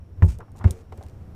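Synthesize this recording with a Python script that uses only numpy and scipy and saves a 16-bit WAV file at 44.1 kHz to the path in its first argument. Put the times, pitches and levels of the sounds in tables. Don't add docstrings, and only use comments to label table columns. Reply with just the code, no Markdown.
import sys
import numpy as np
from scipy import signal
from scipy.fft import rfft, irfft
from scipy.io import wavfile

SR = 44100
rng = np.random.default_rng(int(sys.argv[2]) if len(sys.argv) > 2 else 0)


def file_out(sig):
    cols = np.atleast_2d(sig).T
    lim = np.clip(cols, -1, 1)
    pcm = np.round(lim * 32767).astype(np.int16)
    wavfile.write(sys.argv[1], SR, pcm)


N = 59535
TIME_S, FREQS_HZ = np.arange(N) / SR, np.fft.rfftfreq(N, 1 / SR)

# (time [s], level [dB])
RUMBLE_SPECTRUM = [(20, -2), (40, -17.5), (62, 0), (110, -6), (160, -8.5), (250, -21.5), (500, -45.5),
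                   (8000, -106)]
RUMBLE_LEVEL = [(.1, -49), (.3, -38), (.42, -42.5), (.47, -56.5), (.52, -44.5), (.74, -44.5), (.82, -49),
                (.9, -46.5), (1.1, -46), (1.2, -42.5), (1.35, -44.5)]
HOLLOW_HZ, HOLLOW_HALF_WIDTH_HZ, HOLLOW_RE_RUMBLE_DB = 86, 18, 0
# (time [s], level [dB])
RUSH_SPECTRUM = [(80, -22), (200, 3.5), (420, -1), (900, -11.5), (1600, -19.5), (3000, -29), (8000, -37.5)]
RUSH_LEVEL = [(.15, -59), (.21, -52.5), (.5, -58.5), (.7, -50), (.88, -56.5), (1.0, -51.5), (1.15, -53),
              (1.35, -52.5)]
# (frequency [Hz], density [dB per Hz, relative])
HISS_SPECTRUM = [(500, 7.5), (3000, -1), (4700, -19.5), (5500, 5), (6300, -12), (10000, -12), (15000, -25)]
HISS_DB = -73.5
# (crest time [s], level [dB], frequency [Hz], half length to 1/e [s])
WALL_THUMPS = [(0.193, -32, 88, 0.014), (0.278, -17.5, 61.1, 0.044), (0.378, -32.5, 67, 0.022),
               (0.519, -39, 81, 0.02), (0.579, -38, 78.6, 0.0049), (0.624, -32, 88.4, 0.017),
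               (0.711, -20, 85, 0.0063), (.927, -33.5, 83.6, .014), (1, -31, 90.4, 0.016),
               (1.062, -32, 85, 0.011)]
# (time [s], crack level before trim [dB], crack tilt [dB per octave], boom crest delay [s],
# boom level added to mode level [dB], boom swell [s], boom t60 factor, struck spot [0 or 1])
KNOCK_EVENTS = [(0.2222, -15, 0, .0151, 0.5, 0.017, 0.97, 0),
                (0.642, -16.5, -0.5, .021, -0.5, 0.012, 0.82, 1)]
# (frequency [Hz], t60 before any factor [s], level struck at spot 0 [dB], at spot 1 [dB])
CAN_MODES = [(67.6, 0.17, -33, -17), (88.3, 0.15, -3.5, -7), (107.5, 0.087, -41, -14.5),
             (162.4, .2, -12.5, -29.5), (208.3, 0.14, -22.5, -16.5), (263.7, 0.18, -36, -33),
             (365.3, 0.16, -27, -26), (390.3, 0.24, -51, -31.5), (440.8, 0.19, -41, -33.5),
             (573, .1, -32.5, -30), (752, .14, -62, -40), (874, 0.17, -35.5, -39), (1104, 0.084, -45, -60),
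             (1383, 0.049, -29.5, -67), (1450, 0.039, -56.5, -48)]
BOOM_BELOW_HZ, MODE_RISE_S = 135, 0.0064
# (frequency [Hz], density [dB per Hz, relative])
CRACK_SPECTRUM = [(150, -4), (400, 2.5), (900, 1), (1400, 1), (2100, -4.5), (3200, -21.5), (5000, -28),
                  (8000, -34), (15000, -50)]
# (frequency [Hz], t60 before ring factor [s])
SHELL_DECAY = [(300, 0.29), (1000, 0.076), (2000, 0.057), (4000, 0.11), (12000, 0.044)]
CRACK_TRIM_DB, CRACK_RING = -13, 0.84
CRACK_SNAP_DB, CRACK_SNAP_S = 4, 0.0034
SHELL_RISE_S = 0.00051
# (start [s], length [s], level [dB], rise [s], fade per 20 dB [s], tilt [dB per octave])
RIM_SCRAPES = [(0.225, 0.04, -58.5, .004, 0.04, 2.5), (0.278, 0.045, -50, 0.0039, 0.048, -0.2),
               (0.554, 0.036, -62, 0.017, 0.019, 3), (0.64, 0.051, -53.5, 0.0057, 0.096, -4.5),
               (0.707, 0.11, -61, 0.0045, 0.018, -2), (0.912, 0.2, -71, 0.018, 0.14, -0.5)]
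# (frequency [Hz], density [dB per Hz, relative])
GRIT_SPECTRUM = [(400, 5.5), (1200, 3), (2500, 1), (4000, -4.5), (6000, 0), (8300, -0.5), (10500, -9),
                 (15000, -13.5)]
GRAINS_PER_S, GRAIN_SPREAD_DB = 1700, 2.5
# (time [s], level before trim [dB], tilt [dB per octave])
GRIT_TICKS = [(.2535, -29, 18), (0.387, -36, 4.5), (0.405, -47, -5), (.518, -47, 3), (0.5628, -47, 0),
              (.572, -43, 0), (0.583, -43, -5), (0.59, -40, -0.5), (0.6412, -30, -13), (0.7086, -16.5, 4.6),
              (0.9242, -43, -4), (0.9759, -40, 3), (1.0272, -39, -6), (1.0353, -37.5, 6),
              (1.065, -44.5, -2), (1.085, -43, -1), (1.097, -44.5, -4)]
# (frequency [Hz], density [dB per Hz, relative])
TICK_SPECTRUM = [(1000, -23), (2800, -1), (4800, 0), (8000, 3), (11000, -2.5), (15000, -9.5)]
TICK_TRIM_DB, TICK_T60_S = -16, 0.0092
TICK_TAIL_RE_NOISE_DB, TICK_TAIL_T60_S = -12, 0.068
TICK_SNAP_RE_NOISE_DB, TICK_SNAP_DELAY_S = 17, 0.00068
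# (time [s], level before trim [dB], centre [Hz], width [octaves], ring factor)
SHELL_TAPS = [(.391, -29, 490, .45, 0.78), (0.4031, -28.5, 1130, 0.34, 1.56), (.481, -43.5, 921, 0.42, 1.1),
              (.5505, -41, 787, 0.46, 3.1), (0.597, -36.5, 810, 0.58, 1.7), (0.61, -25.5, 1080, 0.38, 1.26),
              (.673, -24.5, 470, 0.89, 1.29), (0.742, -41, 470, 0.43, 0.77), (0.9224, -26, 660, 0.75, 0.6),
              (.979, -34, 570, 0.98, 0.41), (1.009, -29, 730, 0.42, 0.83), (1.036, -37, 600, 1, 0.53)]
TAP_TRIM_DB, TAP_RISE_S = -13.5, 0.00057
TAP_MODES_RE_SHELL_DB, TAP_MODES_RING = -5.5, 0.69
# (time [s], level [dB], frequency [Hz], t60 [s])
RIM_RING_EVENT = (.741, -42, 452, .34)
CUTOFF_HZ = 15450


def amp(db):
    return 10 ** (np.asarray(db) / 20)


def unit(x):
    return x / np.sqrt(np.mean(x ** 2) + 1e-20)


def read(points, hz):
    f, value = np.transpose(points)
    return np.interp(np.log(hz + 1), np.log(f + 1), value)


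def tilted(points, tilt_db):
    octaves = np.log2(np.maximum(FREQS_HZ, points[1][0]))
    return read(points, FREQS_HZ) + tilt_db * octaves


def colour(x, db):
    return unit(irfft(rfft(x) * amp(db), N))


def noise(db):
    return colour(rng.standard_normal(N), db)


def level_gain(points):
    return amp(np.interp(TIME_S, *np.transpose(points)))


def rise(time_constant_s):
    return 1 - np.exp(-TIME_S / time_constant_s)


def add(mix, start_s, sound):
    part = mix[max(round(start_s * SR), 0):]
    part += sound[:len(part)]


def outdoors():
    detune = (FREQS_HZ - HOLLOW_HZ) / HOLLOW_HALF_WIDTH_HZ
    hollow = noise(-20 * np.log10(1 + detune ** 2))
    rumble = noise(read(RUMBLE_SPECTRUM, FREQS_HZ))
    low = level_gain(RUMBLE_LEVEL) * (rumble + amp(HOLLOW_RE_RUMBLE_DB) * hollow)
    rush = level_gain(RUSH_LEVEL) * noise(read(RUSH_SPECTRUM, FREQS_HZ))
    hiss = amp(HISS_DB) * noise(read(HISS_SPECTRUM, FREQS_HZ))
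    return low + rush + hiss


def thumps():
    out = np.zeros(N)
    for crest_s, db, hz, half_s in WALL_THUMPS:
        t = TIME_S - crest_s
        out += amp(db) * np.exp(-(t / half_s) ** 2) * np.cos(2 * np.pi * hz * t)
    return out


def shell(db, ring):
    spectrum, out = rfft(noise(db)), np.zeros(N)
    centres_hz = np.geomspace(200, 12800, 7)
    for hz, weights in zip(centres_hz, np.eye(len(centres_hz))):
        band_gain = read(np.c_[centres_hz, weights], FREQS_HZ)
        band = irfft(spectrum * band_gain, N)
        out += band * amp(-60 * TIME_S / (ring * read(SHELL_DECAY, hz)))
    return out * rise(SHELL_RISE_S)


def knocks():
    out = np.zeros(N)
    for start_s, crack_db, tilt_db, crest_s, boom_db, swell_s, ring, spot in KNOCK_EVENTS:
        snap_db = CRACK_SNAP_DB * np.exp(-TIME_S / CRACK_SNAP_S)
        crack = shell(tilted(CRACK_SPECTRUM, tilt_db), CRACK_RING)
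        add(out, start_s, amp(crack_db + CRACK_TRIM_DB + snap_db) * crack)
        from_crest = TIME_S - crest_s
        before, after = np.minimum(from_crest, 0), np.maximum(from_crest, 0)
        swelling = np.exp(-(before / swell_s) ** 2) * rise(SHELL_RISE_S)
        for hz, t60_s, *spot_db in CAN_MODES:
            if hz < BOOM_BELOW_HZ:
                envelope = swelling * amp(boom_db - 60 * after / (t60_s * ring))
                mode = envelope * np.cos(2 * np.pi * hz * from_crest)
            else:
                envelope = rise(MODE_RISE_S) * amp(-60 * TIME_S / t60_s)
                mode = envelope * np.sin(2 * np.pi * hz * TIME_S)
            add(out, start_s, amp(spot_db[round(spot)]) * mode)
    return out


def scrapes():
    out = np.zeros(N)
    for start_s, length_s, db, rise_s, fade_s, tilt_db in RIM_SCRAPES:
        fade_db = -20 * np.maximum(TIME_S - length_s, 0) / fade_s
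        level = np.minimum(TIME_S / rise_s, 1) * amp(db + fade_db)
        size_db = GRAIN_SPREAD_DB * np.minimum(rng.exponential(1, N), 4)
        sizes = amp(size_db) * rng.choice([-1, 1], N)
        grains = sizes * (rng.random(N) < GRAINS_PER_S / SR)
        add(out, start_s, level * colour(grains, tilted(GRIT_SPECTRUM, tilt_db)))
    return out


def ticks():
    out = np.zeros(N)
    tail = amp(TICK_TAIL_RE_NOISE_DB - 60 * TIME_S / TICK_TAIL_T60_S)
    fade = amp(-60 * TIME_S / TICK_T60_S) + tail
    snap = amp(TICK_SNAP_RE_NOISE_DB) * np.sinc((TIME_S - TICK_SNAP_DELAY_S) * SR)
    for start_s, db, tilt_db in GRIT_TICKS:
        source = snap + fade * rng.standard_normal(N)
        response = unit(amp(tilted(TICK_SPECTRUM, tilt_db)))
        tick = irfft(rfft(source) * response, N)
        add(out, start_s, amp(db + TICK_TRIM_DB) * tick)
    return out


def region(hz, centre_hz, width_octaves):
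    octaves = np.log2((hz + 1) / centre_hz) / width_octaves
    return -20 * np.log10(1 + octaves ** 2 / 2 + octaves ** 4 / 10)


def taps():
    out = np.zeros(N)
    for start_s, db, centre_hz, width_octaves, ring in SHELL_TAPS:
        clear = np.zeros(N)
        for hz, t60_s, *_ in CAN_MODES:
            decay_db = -60 * TIME_S / (t60_s * ring * TAP_MODES_RING)
            phase = 2 * np.pi * (hz * TIME_S + rng.random())
            clear += amp(region(hz, centre_hz, width_octaves) + decay_db) * np.sin(phase)
        dense = shell(region(FREQS_HZ, centre_hz, width_octaves), ring)
        tap = dense + amp(TAP_MODES_RE_SHELL_DB) * clear
        add(out, start_s, amp(db + TAP_TRIM_DB) * tap * rise(TAP_RISE_S))
    return out


def rim_ring():
    out = np.zeros(N)
    start_s, db, hz, t60_s = RIM_RING_EVENT
    add(out, start_s, amp(db - 60 * TIME_S / t60_s) * np.sin(2 * np.pi * hz * TIME_S))
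    return out


def scene():
    can = thumps() + knocks() + taps() + rim_ring()
    grit = scrapes() + ticks()
    return (outdoors() + can + grit)[None]


def record(dry):
    lowpass = signal.firwin(401, CUTOFF_HZ, window=("kaiser", 8), fs=SR)
    return signal.oaconvolve(dry, lowpass[None], "same")


dry = scene()
out = record(dry)
file_out(out)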